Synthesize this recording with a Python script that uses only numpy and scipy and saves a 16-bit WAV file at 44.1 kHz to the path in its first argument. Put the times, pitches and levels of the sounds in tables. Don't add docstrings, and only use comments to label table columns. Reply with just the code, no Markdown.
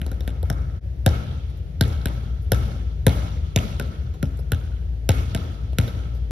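import sys
import numpy as np
from scipy import signal
from scipy.fft import rfft, irfft, next_fast_len
from scipy.io import wavfile
from scipy.ndimage import uniform_filter1d

SR = 44100
rng = np.random.default_rng(int(sys.argv[2]) if len(sys.argv) > 2 else 0)


def pcm_store(signal):
    levels = np.round(np.clip(np.atleast_2d(signal), -1, 1) * 32767)
    wavfile.write(sys.argv[1], SR, levels.astype(np.int16).T)


N = 278260
SIZE = next_fast_len(N + 8192)
HZ = np.maximum(np.arange(SIZE // 2 + 1) * SR / SIZE, 1)
TIME = np.arange(N) / SR
DIP_S = .802

# (time [s], slap level [dB], then over the slap: treble [dB], snap [dB], smack [dB],
# crack [dB], hollow ping [dB], body [dB], knock [dB]; ping pitch [Hz], thump over slap [dB],
# thump swell [ms], bending-wave sweep [cycles per root second], echoes over slap [dB],
# hall tail over slap [dB], then over that tail: lows [dB], mids [dB], treble [dB])
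BOUNCES = [(0.0162, -24, -5.5, -11, 13, 3, 3, 4.5, -3, 1510, -4.5, 6.1, 24.6, -7, -11, 0, 2, 0),
           (0.0648, -27, -8, -3.5, -1, 1, -6, 8, 12.5, 1510, -5, 6.9, 28, -2.5, -13, 0, 6, 0),
           (0.116, -25.5, -10, -11, -3, -7, 1, -1, 5, 1430, -5, 4.6, 22.5, 3.5, 6.5, 0.38, -13, -5),
           (0.2071, -25.5, -12, -8, 2, 2.5, -8, 5.5, 4, 1510, -13, 3.1, 24.2, -3, -2, 0, 4, 9),
           (0.2773, -15, -13.5, -13, 3.5, -2.5, -6, -2, -9, 1510, -11.5, 4.5, 23.3, -1, -1.5, 0.092, -2, -9),
           (0.4294, -25.5, -7.5, -11.5, -3, -2.5, -3, 12.5, 11.5, 1510, -3, 26, 23, -7, 7.5, 0.15, 1.5, 2.5),
           (0.5008, -17.5, -3.5, -0.5, 3.5, 0.5, 9, 12, 10, 1535, -3.5, 12.4, 26, -5, 7, -0.62, -8, -7),
           (1.063, -2, -11, -5.5, 2.5, -0.5, -2, 6.5, 1, 1580, -8, 12, 23.55, -3, -1, -1.1, 1.5, -0.5),
           (1.8105, -4, -10.5, -8, 0.5, 3.5, -1, 1.5, 1, 1570, -8, 11.6, 24.1, -2.5, -1.5, 0, 1, 1),
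           (2.0572, -10, -5.5, -12.5, 6, 0, 0.5, -2.5, -5.5, 1600, -9.5, 7.6, 23.9, -3, 0.5, 0.2, 0.5, 0.5),
           (2.5194, -3, -7.5, -7, -2.5, -2, 0.5, 1.5, 1.5, 1533, -12, 16, 25.15, -3, -0.5, 0, 0, 1),
           (3.0668, -1, -9, -10, 0.5, -2, -0.5, 9, 5, 1600, -7, 11, 24, -1.5, -1, 0.09, 2.5, 3),
           (3.5612, -6, -10, -2, 11, 2.5, -12, 4, 0, 1640, -6.5, 11.5, 23.36, -3.5, 1.5, -0.31, 3.5, 2.5),
           (3.798, -16, -8, -9, 5.5, -1, 5.5, 2.5, 6.5, 1470, -12.5, 8.4, 23.7, -2.5, 5.5, -0.78, -1.5, -2),
           (4.2283, -22, -4.5, -2, 9.5, -1.5, 8, 7, 9, 1370, 5.5, 8.8, 26.9, -2.5, 5, -0.18, -0.5, 0),
           (4.5198, -11, -7, -7.5, 4.5, 0.5, 3, 3.5, 1.5, 1480, -6.5, 19, 25.1, -4, -4, 1, 4.5, 2.5),
           (5.091, -7.5, -6, -3.5, 8.5, 4.5, 2, 5, 3.5, 1440, -4.5, 16, 23.3, -2, 4, -1.3, 3.5, 2.5),
           (5.3485, -11.5, -10, -7, 6.5, 0, -5, -1, -4.5, 1510, -8, 8.8, 23.6, -0.5, 3.5, -0.47, 0, -1),
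           (5.7855, -11, -4, -4.5, 11.5, 3.5, 4, 4.5, 0, 1380, -2.5, 11.5, 24, -2.5, 5, 0.85, 2, 1.5)]
# (frequency [Hz], width [Hz], level [dB])
LOW_MODES = [(84.4, 24.4, 2), (115.5, 3.4, 4.5), (147, 10, 0), (203.3, 14, 2.5), (265.8, 8.1, 10.5),
             (333, 8, 4)]


def from_db(db):
    return 10 ** (np.asarray(db) / 20)


def at_hz(points):
    hz, value = np.transpose(points)
    return np.interp(np.log(HZ), np.log(np.maximum(hz, 1)), value)


def peaks(modes):
    bumps_db = (gain_db / (1 + (2 * (HZ - hz) / width) ** 2) for hz, width, gain_db in modes)
    return from_db(sum(bumps_db))


def clicks(times, gains):
    out = np.full(N, 1e-18)
    out[np.clip(np.round(times * SR).astype(int), 0, N - 1)] = gains
    return out


def drift(rate_hz):
    pole = np.exp(-2 * np.pi * rate_hz / SR)
    slow = signal.lfilter([1], [1, -2 * pole, pole ** 2], rng.standard_normal(N + SR))[SR:]
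    return slow / slow.std()


def diffuse(spectrum):
    # (frequency [Hz], correlation before clipping to -1..1 [ratio])
    likeness = [(60, 1), (300, 0.85), (700, 0.28), (1200, -0.59), (1800, 0.2), (4000, -0.1), (6000, 0.16),
                (7100, -0.86), (8800, -1.14), (9900, 0.43), (11000, 1), (13200, 0.96), (14200, -0.53)]
    mid, side = rfft(rng.standard_normal((2, SIZE))) * from_db(at_hz(spectrum))
    alike = np.clip(at_hz(likeness), -1, 1)
    pair = np.sqrt(1 + alike) * mid + np.sqrt(1 - alike) * side * [[1], [-1]]
    return pair / irfft(pair, SIZE).std()


def ventilation():
    # (frequency [Hz], relative level per hertz [dB])
    air = [(30, -20), (48, -14.5), (70, 0.5), (110, -12.5), (160, -16), (230, -37.5), (420, -32.5),
           (700, -40.5), (1000, -52), (1300, -49), (3600, -55.5), (7000, -62.5), (12000, -69.5),
           (14500, -68.5), (16000, -105)]
    # (time [s], rms level [dB])
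    hum_swell = [(0, -32), (.55, -25), (1.3, -36), (2.0, -30.5), (2.4, -25.5), (3.2, -28), (3.75, -33.5),
                 (4.6, -28.5), (5.2, -27), (5.8, -33), (6.3, -25)]
    air_db = -30
    hum_hz, wander_hz, octave_db = 58.37, 1.0, -17.5
    phase = 2 * np.pi * np.cumsum(hum_hz + wander_hz * drift(2.83)) / SR
    tone = np.sin(phase) + from_db(octave_db) * np.sin(2 * phase)
    hum = np.sqrt(2) * from_db(np.interp(TIME, *np.transpose(hum_swell))) * tone
    rush = irfft(diffuse(air) * peaks(LOW_MODES), SIZE)[:, :N]
    return from_db(air_db) * rush + hum


def hall():
    # (frequency [Hz], relative level per hertz [dB])
    tail = [(35, -16), (55, -2), (80, -1.5), (130, -7), (250, -19), (650, -23.5), (950, -31.5), (1300, -33),
            (1700, -35), (3500, -41), (6500, -44.5), (10000, -48.5), (13500, -50), (15000, -64),
            (17000, -95)]
    # (frequency [Hz], time to fall 60 dB [s])
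    hall_t60 = [(60, 1.2), (160, 1.83), (420, 0.96), (1100, 1.294), (2300, 1.1), (3500, 1.85), (7000, 1.2),
                (13000, 0.7)]
    # (frequency [Hz], width [Hz], level [dB])
    ring = [(456, 50, 3), (710, 8.2, -2.5), (1322, 180, 13), (2195, 47, 11), (2880, 170, 1.5),
            (3380, 470, 5)]
    earlier_taps_db = -38.5
    common_db, rise_s = -22, .011
    ping_feed, body_feed = .097, .18
    ragged_db, ragged_hz = 2.5, 45
    grain_db = 1.7

    (s, slap_db, _, _, _, _, ping_db, body_db, knock_db, *_,
     tail_db, low_db, mid_db, treble_db) = np.transpose(BOUNCES)
    width = round(ragged_hz / HZ[1] / 2)
    ragged = uniform_filter1d(rng.standard_normal(len(HZ)), size=width)
    ragged = uniform_filter1d(ragged, size=width)
    noise = diffuse(tail) * peaks(LOW_MODES + ring) * from_db(ragged_db * ragged / ragged.std())

    lean_edges_hz = [100, 560, 1100, 1900, 5000]
    body_lean_db = low_db + body_feed * (body_db - knock_db)
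    leans_db = [0, low_db, body_lean_db, ping_feed * ping_db, mid_db, treble_db]
    bands = np.geomspace(60, 13000, 20)
    t60_hz, t60_s = np.transpose(hall_t60)
    rise = np.exp(-1 / (rise_s * SR))
    before_dip = TIME < DIP_S
    out, together = 0, drift(28.0)
    for hz, t60 in zip(bands, np.interp(np.log(bands), np.log(t60_hz), t60_s)):
        lean_db = leans_db[np.searchsorted(lean_edges_hz, hz, side="right")]
        fed = clicks(s, from_db(2 * (slap_db + tail_db + common_db + lean_db)))
        fed[0] = from_db(2 * earlier_taps_db)
        fed = [fed * before_dip, fed * ~before_dip]
        fed = signal.lfilter([(1 - rise) ** 2], [1, -2 * rise, rise ** 2], fed)
        early, late = signal.lfilter([1], [1, -from_db(-120 / (t60 * SR))], fed)
        power = early * before_dip + late
        share = at_hz([(other, float(other == hz)) for other in bands])
        grain = from_db(grain_db * (0.5 * together + drift(22.0)))
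        out = out + grain * np.sqrt(power) * irfft(noise * share, SIZE)[:, :N]
    return out


def skin(times, level_db, colours_db, ping_hz, length_ms, grit_db, spread_db):
    ball = [(150, -27, 3.6), (415, -9.5, 12.7), (543, -5, 20.6), (559, -0.5, 13.3), (639, 0, 7.9),
            (790, -5, 7.4), (864, -20, 37.5), (None, -9, 11), (2330, -3, 1.52), (2930, -3, 2.04),
            (3850, -7.5, 5.7), (5284, -9, 10.5), (6780, -8.5, 9.3), (8720, -0.0023, 4.8), (12000, 5.3, 1)]
    colour_edges_hz = [560, 1100, 1900, 3100, 4500, 7500]
    detune_spread = .03
    chance = rng.standard_normal((len(times), 2, len(ball)))
    grit = rng.standard_normal((len(times), 1500))
    age_ms = np.arange(1500) / SR * 1000
    out = np.zeros(N + SR)
    contacts = zip(times, level_db, np.transpose(colours_db), ping_hz, length_ms, chance, grit)
    for s, db, colours, pitch, ms, (own, detune), rough in contacts:
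        treble, snap, smack, crack, ping, body, knock = colours
        rising_db = [knock, body, ping, smack, crack, snap, treble]
        force = from_db(grit_db) * rough * np.exp(-age_ms / max(ms, .1))
        force[0] = -1
        start = round(s * SR)
        for k, (hz, mode_db, t60_ms) in enumerate(ball):
            hz = hz or pitch
            radius = from_db(-60000 / (t60_ms * SR))
            turn = 2 * np.pi * hz / SR * (1 + detune_spread * detune[k])
            colour_db = rising_db[np.searchsorted(colour_edges_hz, hz, side="right")]
            sign = (-1) ** (k + (hz > 1100))
            gain = sign * from_db(db + mode_db + spread_db * own[k] + colour_db)
            poles = [1, -2 * radius * np.cos(turn), radius ** 2]
            out[start:][:1500] += gain * signal.lfilter([np.sin(turn)], poles, force)
    return out[:N]


def slaps():
    # (level [dB], smear [ms], low edge [Hz], high edge [Hz])
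    echoes = [(-8, 2.63, 120, 7500), (-6, 3.7, 490, 810), (-11, 3.4, 100, 5600), (-15, 2.9, 1200, 10000),
              (-24, 12, 68, 1200), (-39.5, 2.2, 380, 12000), (-35, 3.1, 640, 20000), (-33, 6.9, 450, 2900),
              (-30.5, 7.3, 510, 1200)]
    echo_delays = [.0027, .0075, .0135, .0263, .043, .063, .086, .105, .186]
    s, db, *colours_db, ping_hz, _, _, _, echo_db, _, _, _, _ = np.transpose(BOUNCES)
    burst_ms = np.full(len(s), 1.2)
    out = skin(s, db, colours_db, ping_hz, burst_ms, grit_db=-21, spread_db=1.0)
    for delay, (surface_db, smear_ms, low_hz, high_hz) in zip(echo_delays, echoes):
        back = skin(s + delay, db + echo_db + surface_db, colours_db, ping_hz,
                    np.full(len(s), smear_ms), grit_db=-17, spread_db=1.5)
        band = signal.butter(1, [low_hz, high_hz], "band", fs=SR, output="sos")
        out += signal.sosfilt(band, back)
    return out


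def boards():
    lag_s = .00011
    low_ring_db = -1
    age = np.arange(5000) / SR
    out = np.zeros(N + 5000)
    for s, db, *_, thump_db, ms, sweep, _, _, _, _, _ in BOUNCES:
        swell = age * 1000 / ms
        envelope = swell * np.exp(1 - swell ** 1.4)
        wave = envelope * np.sin(2 * np.pi * sweep * np.sqrt(age))
        out[round((s + lag_s) * SR):][:5000] += from_db(db + thump_db) * wave
    thump = out[:N] + 1e-18
    ringing = 0
    for hz, width, gain_db in LOW_MODES:
        resonator = signal.iirpeak(hz, hz / width, fs=SR)
        ringing = ringing + from_db(gain_db + low_ring_db) * signal.lfilter(*resonator, thump)
    return thump + ringing


def scatter(slap):
    first_s, last_s = .03, .32
    low_hz, high_hz = 350, 6000
    level_db, fall_db_per_s = -17, -40
    out = np.zeros((2, N))
    for late, high, strength, side in rng.random((40, 4)):
        delay = first_s + late * (last_s - first_s)
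        hz = low_hz * (high_hz / low_hz) ** high
        band = signal.butter(2, [hz / 1.25, hz * 1.25], "band", fs=SR, output="sos")
        back = signal.sosfilt(band, slap + 1e-18)
        pan_db = 6 * (side - .5) * np.array([[1], [-1]])
        gain = from_db(level_db + fall_db_per_s * delay - 8 * strength + pan_db)
        lag = round(delay * SR)
        out[:, lag:] += gain * back[:N - lag]
    return out


def soft_contacts():
    # (time [s], level [dB], treble
    # [dB], mids [dB], knock [dB], # burst decay [ms])
    soft_sounds = [(1.499, -59, 2.5, 7, 7, 13), (1.5694, -47, -12, -3, 0, 17), (1.879, -49, 2, 0, 1, 4),
                   (2.42, -63, 1.5, -2, 0, 43), (4.139, -45.5, -8, 3, 6, 16), (4.372, -55, 6, 0, -11, 4),
                   (4.39, -41, -5.5, -7, 9, 10.6), (5.723, -46, -21, -6, -4, 3.3),
                   (5.732, -29, -21, -2, 4.5, 2.2), (5.877, -26, -21, -7, -10, 13), (6.149, -52, -11, 0, 2, 30)]
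    s, db, treble_db, mids_db, knock_db, length_ms = np.transpose(soft_sounds)
    smack_db, crack_db, ping_db = mids_db - 3, mids_db - 3, mids_db - 7
    colours_db = [treble_db, treble_db, smack_db, crack_db, ping_db, knock_db, knock_db]
    ping_hz = np.full(len(s), 1510)
    return skin(s, db, colours_db, ping_hz, length_ms, grit_db=-14.0, spread_db=3.5)


def scene():
    # (frequency [Hz], left lead [rad])
    lead = [(0, 0), (300, -.4), (1100, -2.1), (1400, -5.9), (2200, -7), (2400, -6.2), (4200, -6.8),
            (4700, -7.2), (5200, -11), (6000, -13.4), (7000, -15.2), (8800, -15.4), (11000, -13.1),
            (13600, -11.6), (15200, -9.8)]
    slap = slaps()
    near = slap + scatter(slap) + soft_contacts() + boards()
    ports = np.exp(.5j * np.interp(HZ, *np.transpose(lead)) * [[1], [-1]])
    return irfft(rfft(near, SIZE) * ports, SIZE)[:, :N] + hall() + ventilation()


def record(dry):
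    # (frequency [Hz], left over right [dB])
    balance = [(60, 4), (110, 1), (200, 5.5), (380, 3.5), (700, 0.5), (1290, 1), (2380, -3.5), (4400, -1.5),
               (8120, 1.5), (15000, -0.5)]
    dip_out_s, dip_in_s = .022, .04
    low_hz, cutoff_hz, ceiling = 40.7, 16543, .95
    wet = irfft(rfft(dry, SIZE) * from_db(at_hz(balance) * [[.5], [-.5]]), SIZE)[:, :N]
    wet = signal.sosfilt(signal.butter(3, low_hz, "high", fs=SR, output="sos"), wet)
    wet = wet * np.interp(TIME, [DIP_S - dip_out_s, DIP_S, DIP_S + dip_in_s], [1, 0, 1])
    wet = wet / (1 + (np.abs(wet) / ceiling) ** 6) ** (1 / 6)
    return signal.sosfilt(signal.cheby2(12, 70, cutoff_hz, fs=SR, output="sos"), wet)


dry = scene()
out = record(dry)
pcm_store(out)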